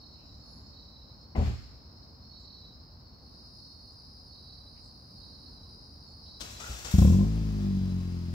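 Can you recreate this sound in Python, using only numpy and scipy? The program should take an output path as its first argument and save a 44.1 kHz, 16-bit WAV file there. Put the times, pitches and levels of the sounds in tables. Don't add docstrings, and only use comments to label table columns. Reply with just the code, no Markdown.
import sys
import numpy as np
from scipy import signal
from scipy.fft import rfft, irfft, next_fast_len
from scipy.io import wavfile
from scipy.ndimage import uniform_filter1d, map_coordinates

SR = 44100
rng = np.random.default_rng(int(sys.argv[2]) if len(sys.argv) > 2 else 0)


def to_wav(s):
    ch = np.atleast_2d(s).T
    pcm = np.round(np.clip(ch, -1, 1) * 32767)
    wavfile.write(sys.argv[1], SR, pcm.astype(np.int16))


N = 367779

# f/Hz, level/dB
TRAFFIC_COLOUR = [(12, -60), (20, -37), (41, -2.5), (68, 2), (161, -10.5), (187, -13), (228, -10.5),
                  (368, -21), (1090, -24.5), (1960, -39.5), (3370, -46.5), (3600, -51), (4680, -85.5),
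                  (7920, -120)]
# t/s, level/dB
PASSING_LEVEL = [(4.6, -81.5), (5.1, -61), (5.6, -66), (6.0, -72)]
# f/Hz, level/dB
DRONE_COLOUR = [(110, -30), (150, 5), (290, 3), (400, -35.5)]
# f/Hz, level/dB
CHORUS_COLOUR = [(2060, -63), (3500, -39), (3820, -3), (4000, -3.5), (4220, 5), (4560, -1.5), (4900, 2),
                 (5080, 6), (5460, -2), (5660, -7.5), (6310, -24), (7500, -27), (8300, -32), (10800, -39),
                 (18300, -120)]
# t/s, level/dB
CHORUS_LEVEL = [(0, -57.5), (2.6, -60), (3.7, -57), (4.7, -58.5), (6.3, -56), (7.2, -64), (8.34, -62.5)]
# f/Hz, level/dB
HISS_COLOUR = [(3820, -56), (6500, -0.5), (7440, -21), (9170, -7), (10600, -3.5), (15600, 3)]
# f/Hz, likeness
LIKENESS = [(60, 0.94), (180, 0.98), (550, 0.42), (1650, -0.31), (4970, -0.9), (15000, -0.87)]
CRICKET_VOICES = {"low": (3968, 35.5, .65, .018, -3.5), "second": (4322, 39.5, .5, .004, -8),
                  "third": (4420, 39.5, .5, .006, -8), "faint": (4365, 39.5, .4, .012, -3),
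                  "high": (5065, 39.5, .5, .003, -2)}
# t/s, length/s, cricket name, level/dB
CHIRP_TIMES = [(0, 0.44, "low", -64.5), (0, 0.19, "second", -58.5), (0.399, 0.48, "third", -61.5),
               (0.447, .25, "high", -66), (0.728, 0.42, "low", -60), (0.999, 0.3, "high", -65),
               (1.123, 0.45, "faint", -65), (2.01, 0.52, "faint", -70), (2.212, 0.41, "second", -58.5),
               (2.3, 0.29, "third", -59), (2.325, 0.43, "low", -57), (2.719, 0.22, "high", -63.5),
               (3.033, 0.36, "faint", -65), (3.589, 0.37, "second", -58), (4.269, 0.38, "third", -60.5),
               (4.317, 0.41, "low", -58), (4.674, 0.31, "faint", -64), (5.148, 0.44, "second", -58.5),
               (5.2, 0.55, "low", -63), (6.051, 0.38, "third", -59.5), (6.251, 0.52, "low", -57),
               (7.549, 0.56, "low", -68)]
# t/s, length/s, f/Hz, width/Hz, level/dB
RASP_TIMES = [(0, 1, 7060, 900, -83), (0.12, 0.22, 2670, 700, -75.5), (0.416, 0.24, 10800, 900, -73.5),
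              (0.45, 0.27, 7000, 500, -77), (2.377, 0.095, 7000, 1500, -75), (3.92, .02, 6800, 2000, -74),
              (4.752, 0.059, 2380, 1000, -71), (4.815, 0.091, 7900, 2500, -72), (6.05, .1, 7000, 1500, -78),
              (6.245, 0.055, 3250, 900, -74)]
# t/s, boom level/dB, rattle level/dB, crack level/dB
BODY_BLOWS = [(1.35, -42, -31, -79), (1.379, -26.5, -33.5, -66), (1.404, -26, -40, -62),
              (1.465, -31, -41.5, -72), (6.405, -50.5, -48, -36), (6.695, -43.5, -55, -66),
              (6.847, -46.5, -54, -61.5)]
# f/Hz, level/dB, time to fall 60 dB/s
PANEL_TONES = [(60.8, 11.5, 0.26), (77, 5, 0.25), (116.8, -1, 0.32), (200.8, -8.5, 0.28),
               (400, -19.5, 0.165), (655, -38, 0.1), (750, -30, 0.046), (978, -29, 0.11)]
# f/Hz, level/dB
RATTLE_COLOUR = [(88, -29), (150, -2.5), (288, -4.5), (322, -7), (487, -11.5), (746, -12.5), (1560, -33),
                 (3000, -37), (3900, -86), (6600, -120)]
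# f/Hz, level/dB
CRACK_COLOUR = [(590, -35), (1000, -1), (1300, 4), (1800, -26.5), (3050, 0), (5540, -1.5), (10400, -16.5),
                (15600, -23)]
# f/Hz, level/dB, time to fall 60 dB/s
LATCH_TONES = [(755, 0, 0.11), (780, -3, .08), (1010, -7, .08), (1980, -7, 0.045), (2070, -1, .05)]
# f/Hz, level/dB
SEAL_COLOUR = [(710, -29), (1200, 3), (1360, 1), (2310, 1), (3150, -3), (4790, -2.5), (5870, -10.5),
               (7350, -7.5), (8360, -22), (15600, -23)]
# t/s, level/dB
TRILL_LEVEL = [(3.1, -84), (3.25, -59.5), (3.6, -54.5), (6.3, -54.5), (7.3, -61.5)]
# multiple of the pitch, level/dB
WING_OVERTONES = [(1, 0), (2, -20), (3, -30)]
# t/s, grind level/dB, sizzle level/dB
CRANK_LEVEL = [(6.4, -54.5, -66), (6.58, -57.5, -69), (6.68, -51, -60), (6.83, -54, -63), (7.0, -57, -57.5),
               (7.17, -53, -62)]
# t/s, grind level/dB, sizzle level/dB
GEAR_JOLTS = [(6.404, -46, -59), (6.6, -46.5, -66), (6.785, -57, -54), (6.846, -40, -60), (6.911, -43, -45),
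              (6.982, -42.5, -47.5)]
# f/Hz, level/dB
GRIND_COLOUR = [(180, -44), (300, -4), (342, 0), (685, 0), (836, -1.5), (1420, -3.5), (2010, -5.5),
                (2610, -3), (3240, -5.5), (4900, -6), (6930, -4), (8880, -16), (15600, -20.5)]
# f/Hz, level/dB
SIZZLE_COLOUR = [(5000, -22), (8500, -4), (10600, -12), (12000, 1.5), (14800, -13), (15600, -6)]
# f/Hz, width/Hz, level/dB
HOUSING = [(1420, 150, -7), (2620, 150, -11), (3450, 90, -3), (5470, 150, -3), (5800, 100, -4),
           (7130, 120, -4), (7830, 100, -4)]
# t/s, f/Hz, level/dB
WHINE_GLIDE = [(6.585, 1100, -70), (6.61, 1249, -51), (6.635, 1402, -48.5), (6.68, 1480, -55),
               (6.73, 1248, -60), (6.79, 1100, -96)]
# f/Hz, level/dB
BAY_COLOUR = [(240, -14), (400, 2.5), (480, -5), (590, -5.5), (1940, -13), (4240, -15.5), (5500, -16.5),
              (8700, -27), (15600, -28)]
# t/s, firings/(1/s)
ENGINE_SPEED = [(6.94, 18.5), (6.97, 24), (7.006, 30.7), (7.04, 35.0), (7.08, 39.1), (7.154, 46.7),
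                (7.196, 50.0), (7.302, 54.0), (7.4, 54.2), (7.52, 52.1), (7.668, 48.6), (7.796, 46.9),
                (8.15, 43.7), (8.34, 42.6)]
# t/s, puff level/dB
GAS_LOAD = [(6.94, 3.5), (6.985, 8), (7.05, 7), (7.1, 3.5), (7.2, 3), (7.3, -2.5), (7.4, -5), (7.8, -6.5),
            (8.34, -11.5)]
# f/Hz, level/dB
PIPE_GAIN = [(28, -30), (52, -5.5), (80, 0), (100, -7.5), (128, -14.5), (165, -9.5), (194, -0.5),
             (220, -15.5), (250, -13.5), (300, -25.5), (352, -14), (380, -32.5), (420, -23), (560, -37),
             (800, -55.5)]
# f/Hz, width/Hz, level/dB
SILENCER_SHELL = [(513, 114, 4), (720, 180, -1.5), (1031, 41, 0), (1370, 300, -21)]
# f/Hz, left minus right level/dB
CAR_SIDE_LEVEL = [(60, 1.5), (240, 2), (400, 6), (950, 11), (3770, 11.5), (7000, 17), (15000, 6)]
# f/Hz, lead/rad
EXTRA_LEAD = [(30, .05), (135, .2), (310, .55), (1250, .6), (2500, 0)]
# f/Hz, time to fall 60 dB/s
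STREET_DECAY = [(100, 0.5), (1000, 0.3), (5000, 0.9), (12000, 0.52)]

TRAFFIC_DB, HISS_DB = -51.5, -76
CROWD, CROWD_HZ, CROWD_DB, CROWD_UNTIL_S = 36, (4100, 5200), -69.5, 6.6
LATCH_S, LATCH_DB = 1.353, -37
SEAL_S, SEAL_DB, SQUEEZE_S, SQUEEZE_DB, SEAL_T60_S, SEAL_PAN_DB = 1.358, -48, .11, 5.5, .69, 2.5
SEAL_TAIL_DB, SEAL_TAIL_T60_S = -20, 1.6
STROKES_PER_S = 61.7
STARTER_ON_S, STARTER_OFF_S, PULL_OUT_S = 6.4, 7.14, .026
JOLT_RISE_S, JOLT_T60_S = .0016, .22
BAY_DB, BAY_AT_PER_S, BAY_GROWS = -58, 47.5, 1.74
PUFF_S, PUFF_AT_PER_S = .00058, 50
SLOW_STRETCH = .35
JITTER_S = .00012
BARK_DB, BARK_GROWS = -28, 1.9
TOP_HZ = 15750
HALVES = np.array([[.5], [-.5]])


def amp(db):
    return 10 ** (np.asarray(db) / 20)


def decay(t, t60):
    return amp(-60 * t / t60)


def unit(x):
    return x / np.sqrt(np.mean(x ** 2) + 1e-20)


def along(points, hz):
    f, v = np.transpose(points)
    return np.interp(np.log(hz + 1), np.log(f + 1), v)


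def curves(rows):
    s, *columns = np.transpose(rows)
    t = np.arange(N) / SR
    return [np.interp(t, s, c) for c in columns] + [t >= s[0]]


def wobble(rate):
    knots = rng.standard_normal(int(N * rate / SR) + 4)
    return map_coordinates(knots, [np.arange(N) * rate / SR])


def filtered(x, response):
    ends = [(0, 0)] * (x.ndim - 1) + [(0, 2048)]
    longer = np.pad(x, ends, "reflect", reflect_type="odd")
    longer[..., -2048:] *= np.hanning(4096)[2048:]
    m = 2 * next_fast_len(x.shape[-1] // 2 + SR // 4)
    spectrum = rfft(longer, m) * response(np.fft.rfftfreq(m, 1 / SR))
    return irfft(spectrum, m)[..., :x.shape[-1]]


def resonant(modes):
    def response(f):
        total = 0
        for k, (centre, width, db) in enumerate(modes):
            peak = 1j * f * width / (centre * centre - f * f + 1j * f * width)
            total = total + (-1) ** k * amp(db) * peak
        return total
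    return response


def causal(spectrum):
    def response(hz):
        cepstrum = irfft(np.log(amp(along(spectrum, hz))))
        half = len(cepstrum) // 2
        cepstrum[1:half] *= 2
        cepstrum[half + 1:] = 0
        return np.exp(rfft(cepstrum))[:len(hz)]
    return response


def noise(spectrum, size=N):
    return unit(filtered(rng.standard_normal(size), lambda hz: amp(along(spectrum, hz))))


def wide(spectrum):
    def response(hz):
        turn = np.arccos(np.clip(along(LIKENESS, hz), 0, 1)) / 2
        return amp(along(spectrum, hz)) * [np.cos(turn), np.sin(turn)]
    mid, side = filtered(rng.standard_normal((2, N)), response)
    return unit(np.array([mid + side, mid - side]))


def dusk():
    traffic = amp(TRAFFIC_DB + .96 * wobble(3.27)) * wide(TRAFFIC_COLOUR)
    passing = amp(curves(PASSING_LEVEL)[0]) * wide(DRONE_COLOUR)
    chorus_db = curves(CHORUS_LEVEL)[0] + 1.1 * wobble(6) + .84 * wobble(40)
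    chorus = amp(chorus_db) * wide(CHORUS_COLOUR)
    return traffic + passing + chorus + amp(HISS_DB) * wide(HISS_COLOUR)


def chirps():
    out = np.zeros((2, N + SR))
    calls = [(s, length, db) + CRICKET_VOICES[name] for s, length, name, db in CHIRP_TIMES]
    for when, long, loud, high, side in rng.random((CROWD, 5)):
        hz = CROWD_HZ[0] + high * (CROWD_HZ[1] - CROWD_HZ[0])
        db, pan_db = CROWD_DB + 6 * (loud - .5), 12 * (side - .5)
        calls.append((when * CROWD_UNTIL_S, .2 + .3 * long, db, hz, 39.5, .4, .008, pan_db))
    for s, length, db, hz, rate, pulsing, climb, pan_db in calls:
        t = np.arange(round(length * SR)) / SR
        stroke_phase = 2 * np.pi * rate * t
        pitch = hz * (1 - climb * np.exp(-t / .035) + .009 * pulsing ** 2 * np.sin(stroke_phase))
        pitch += 20 * unit(uniform_filter1d(rng.standard_normal(len(t)), size=1200))
        strokes = 1 - pulsing * np.cos(stroke_phase)
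        swell = np.clip(t / .021, 0, 1) * np.clip((length - t) / .05, 0, 1)
        uneven = amp(2.5 * unit(uniform_filter1d(rng.standard_normal(len(t)), size=800)))
        tone = swell * strokes * uneven * np.sin(2 * np.pi * np.cumsum(pitch) / SR)
        out[:, round(s * SR):][:, :len(t)] += amp(db + pan_db * HALVES) * tone
    return out[:, :N]


def rasps():
    out = np.zeros((2, N))
    for s, length, hz, width, db in RASP_TIMES:
        n = round(length * SR)
        band = filtered(rng.standard_normal((2, n)), lambda f: np.exp(-2 * ((f - hz) / width) ** 2))
        out[:, round(s * SR):][:, :n] += amp(db) * unit(band) * np.hanning(n) ** .5
    return out


def body():
    out, t = np.zeros(N + SR), np.arange(SR // 2) / SR
    for s, boom_db, rattle_db, crack_db in BODY_BLOWS:
        boom = np.zeros(len(t))
        for hz, db, t60 in PANEL_TONES:
            boom -= amp(db + rng.normal(0, 1.6)) * decay(t, t60) * np.sin(2 * np.pi * hz * t)
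        boom *= amp(boom_db) * (1 - np.exp(-t / .0039))
        rattle = amp(rattle_db) * decay(t, .33) * noise(RATTLE_COLOUR, len(t))
        crack = amp(crack_db) * decay(t, .12) * noise(CRACK_COLOUR, len(t))
        out[round(s * SR):][:len(t)] += boom + (rattle + crack) * (1 - np.exp(-t / .0031))
    ring = sum(amp(LATCH_DB + db) * decay(t, t60) * np.sin(2 * np.pi * hz * t)
               for hz, db, t60 in LATCH_TONES)
    out[round(LATCH_S * SR):][:len(t)] += ring * (1 - np.exp(-t / .004))
    return out[:N]


def seal():
    late = np.arange(N) / SR - SEAL_S - SQUEEZE_S
    seal_db = SEAL_DB + np.where(late < 0, SQUEEZE_DB * late / SQUEEZE_S, -60 * late / SEAL_T60_S)
    sigh = (late > 0) * amp(SEAL_DB + SEAL_TAIL_DB) * decay(np.abs(late), SEAL_TAIL_T60_S)
    strength = (late > -SQUEEZE_S) * np.hypot(amp(seal_db), sigh)
    return amp(SEAL_PAN_DB * HALVES) * strength * wide(SEAL_COLOUR)


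def trill():
    db, singing = curves(TRILL_LEVEL)
    stroke = np.cumsum(STROKES_PER_S * (1 + .012 * wobble(4))) / SR % 1
    pitch = 4960 - 520 * stroke ** 2.2 + 25 * wobble(70)
    phase = 2 * np.pi * np.cumsum(pitch) / SR
    shape = np.sin(np.pi * np.clip(stroke / .9, 0, 1)) ** .6 * amp(1.5 * wobble(30))
    tone = sum(amp(level) * np.sin(k * phase) for k, level in WING_OVERTONES)
    return singing * amp(db) * shape * tone


def machinery(turns):
    t = np.arange(N) / SR
    grind_db, sizzle_db, _ = curves(CRANK_LEVEL)
    grinding, sizzling = amp(grind_db), amp(sizzle_db)
    for s, jolt_db, hiss_db in GEAR_JOLTS:
        late = np.clip(t - s, 0, None)
        jolt = (1 - np.exp(-late / JOLT_RISE_S)) * decay(late, JOLT_T60_S)
        grinding = np.hypot(grinding, amp(jolt_db) * jolt)
        sizzling = np.hypot(sizzling, amp(hiss_db) * jolt)
    housing = .5 * unit(filtered(rng.standard_normal(N), resonant(HOUSING)))
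    gears = grinding * amp(wobble(43)) * (noise(GRIND_COLOUR) + housing)
    gears += sizzling * noise(SIZZLE_COLOUR)

    clatter = 1 + .18 * np.cos(2 * np.pi * turns)
    speed_gain = (curves(ENGINE_SPEED)[0] / BAY_AT_PER_S) ** BAY_GROWS
    bay = amp(BAY_DB + wobble(19)) * speed_gain * clatter * noise(BAY_COLOUR)

    hz, whine_db, whining = curves(WHINE_GLIDE)
    grainy = unit(uniform_filter1d(rng.standard_normal(N), size=150))
    whine = whining * amp(whine_db) * grainy * np.sin(2 * np.pi * np.cumsum(hz) / SR)

    parted = np.clip((t - STARTER_OFF_S) / PULL_OUT_S, 0, 1)
    return (t >= STARTER_ON_S) * (1 - parted) * gears + parted * bay + whine


def exhaust():
    rate, running = curves(ENGINE_SPEED)
    puff_db, _ = curves(GAS_LOAD)
    turns = np.cumsum(rate * running) / SR
    nearest = np.round(turns).astype(int)
    firings = nearest[-1] + 1
    before_start = np.arange(N) / SR - ENGINE_SPEED[0][0]
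    since = np.where(turns > 0, (turns - nearest) / rate, before_start)

    scatter_db = rng.standard_normal(firings)[nearest]
    since = since + JITTER_S * rng.standard_normal(firings)[nearest]
    widths = since / PUFF_S * (rate / PUFF_AT_PER_S) ** SLOW_STRETCH
    puffs = -amp(puff_db + scatter_db) * np.exp(-.5 * widths ** 2)

    after = turns % 1 / rate
    burst = running * (1 - np.exp(-after / .0012)) * decay(after, .045)
    bark_scatter_db = 2 * rng.standard_normal(firings)[turns.astype(int)]
    bark_db = BARK_DB + BARK_GROWS * puff_db + bark_scatter_db
    bark = amp(bark_db) * burst * rng.standard_normal(N)
    shell = lambda hz: resonant(SILENCER_SHELL)(hz) / (1 + (hz / 1900) ** 4)
    return filtered(puffs, causal(PIPE_GAIN)) + filtered(bark, shell), turns


def from_left(x, lead_s):
    lead = lambda hz: 2 * np.pi * hz * lead_s + along(EXTRA_LEAD, hz)
    louder = lambda hz: amp(HALVES * along(CAR_SIDE_LEVEL, hz))
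    return filtered(x, lambda hz: louder(hz) * np.exp(1j * HALVES * lead(hz)))


def echo(x, gap_s):
    hz, t, grains = signal.stft(rng.standard_normal((2, SR // 2)), SR, nperseg=256)
    fading = grains * decay(t, along(STREET_DECAY, hz)[:, None])
    tail = signal.istft(fading, SR, nperseg=256)[1]
    late = np.pad(np.atleast_2d(x), ((0, 0), (round(gap_s * SR), 0)))
    return signal.fftconvolve(late, tail / np.linalg.norm(tail[0]), axes=1)[:, :N]


def scene():
    pipe, turns = exhaust()
    metal, blows = machinery(turns), body()
    car = from_left(pipe + metal + blows, lead_s=9 / SR)
    car += echo(amp(-20) * pipe + amp(2.5) * metal + amp(-10) * blows, gap_s=.02)
    insects = chirps() + trill() * amp(-HALVES)
    insects += amp(-6) * echo(insects, gap_s=.01)
    return car + seal() + insects + rasps() + dusk()


def record(dry):
    thin = lambda hz: (1j * hz / (1j * hz + 30)) ** 2
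    return filtered(dry, lambda hz: thin(hz) * (hz < TOP_HZ))


dry = scene()
out = record(dry)
to_wav(out)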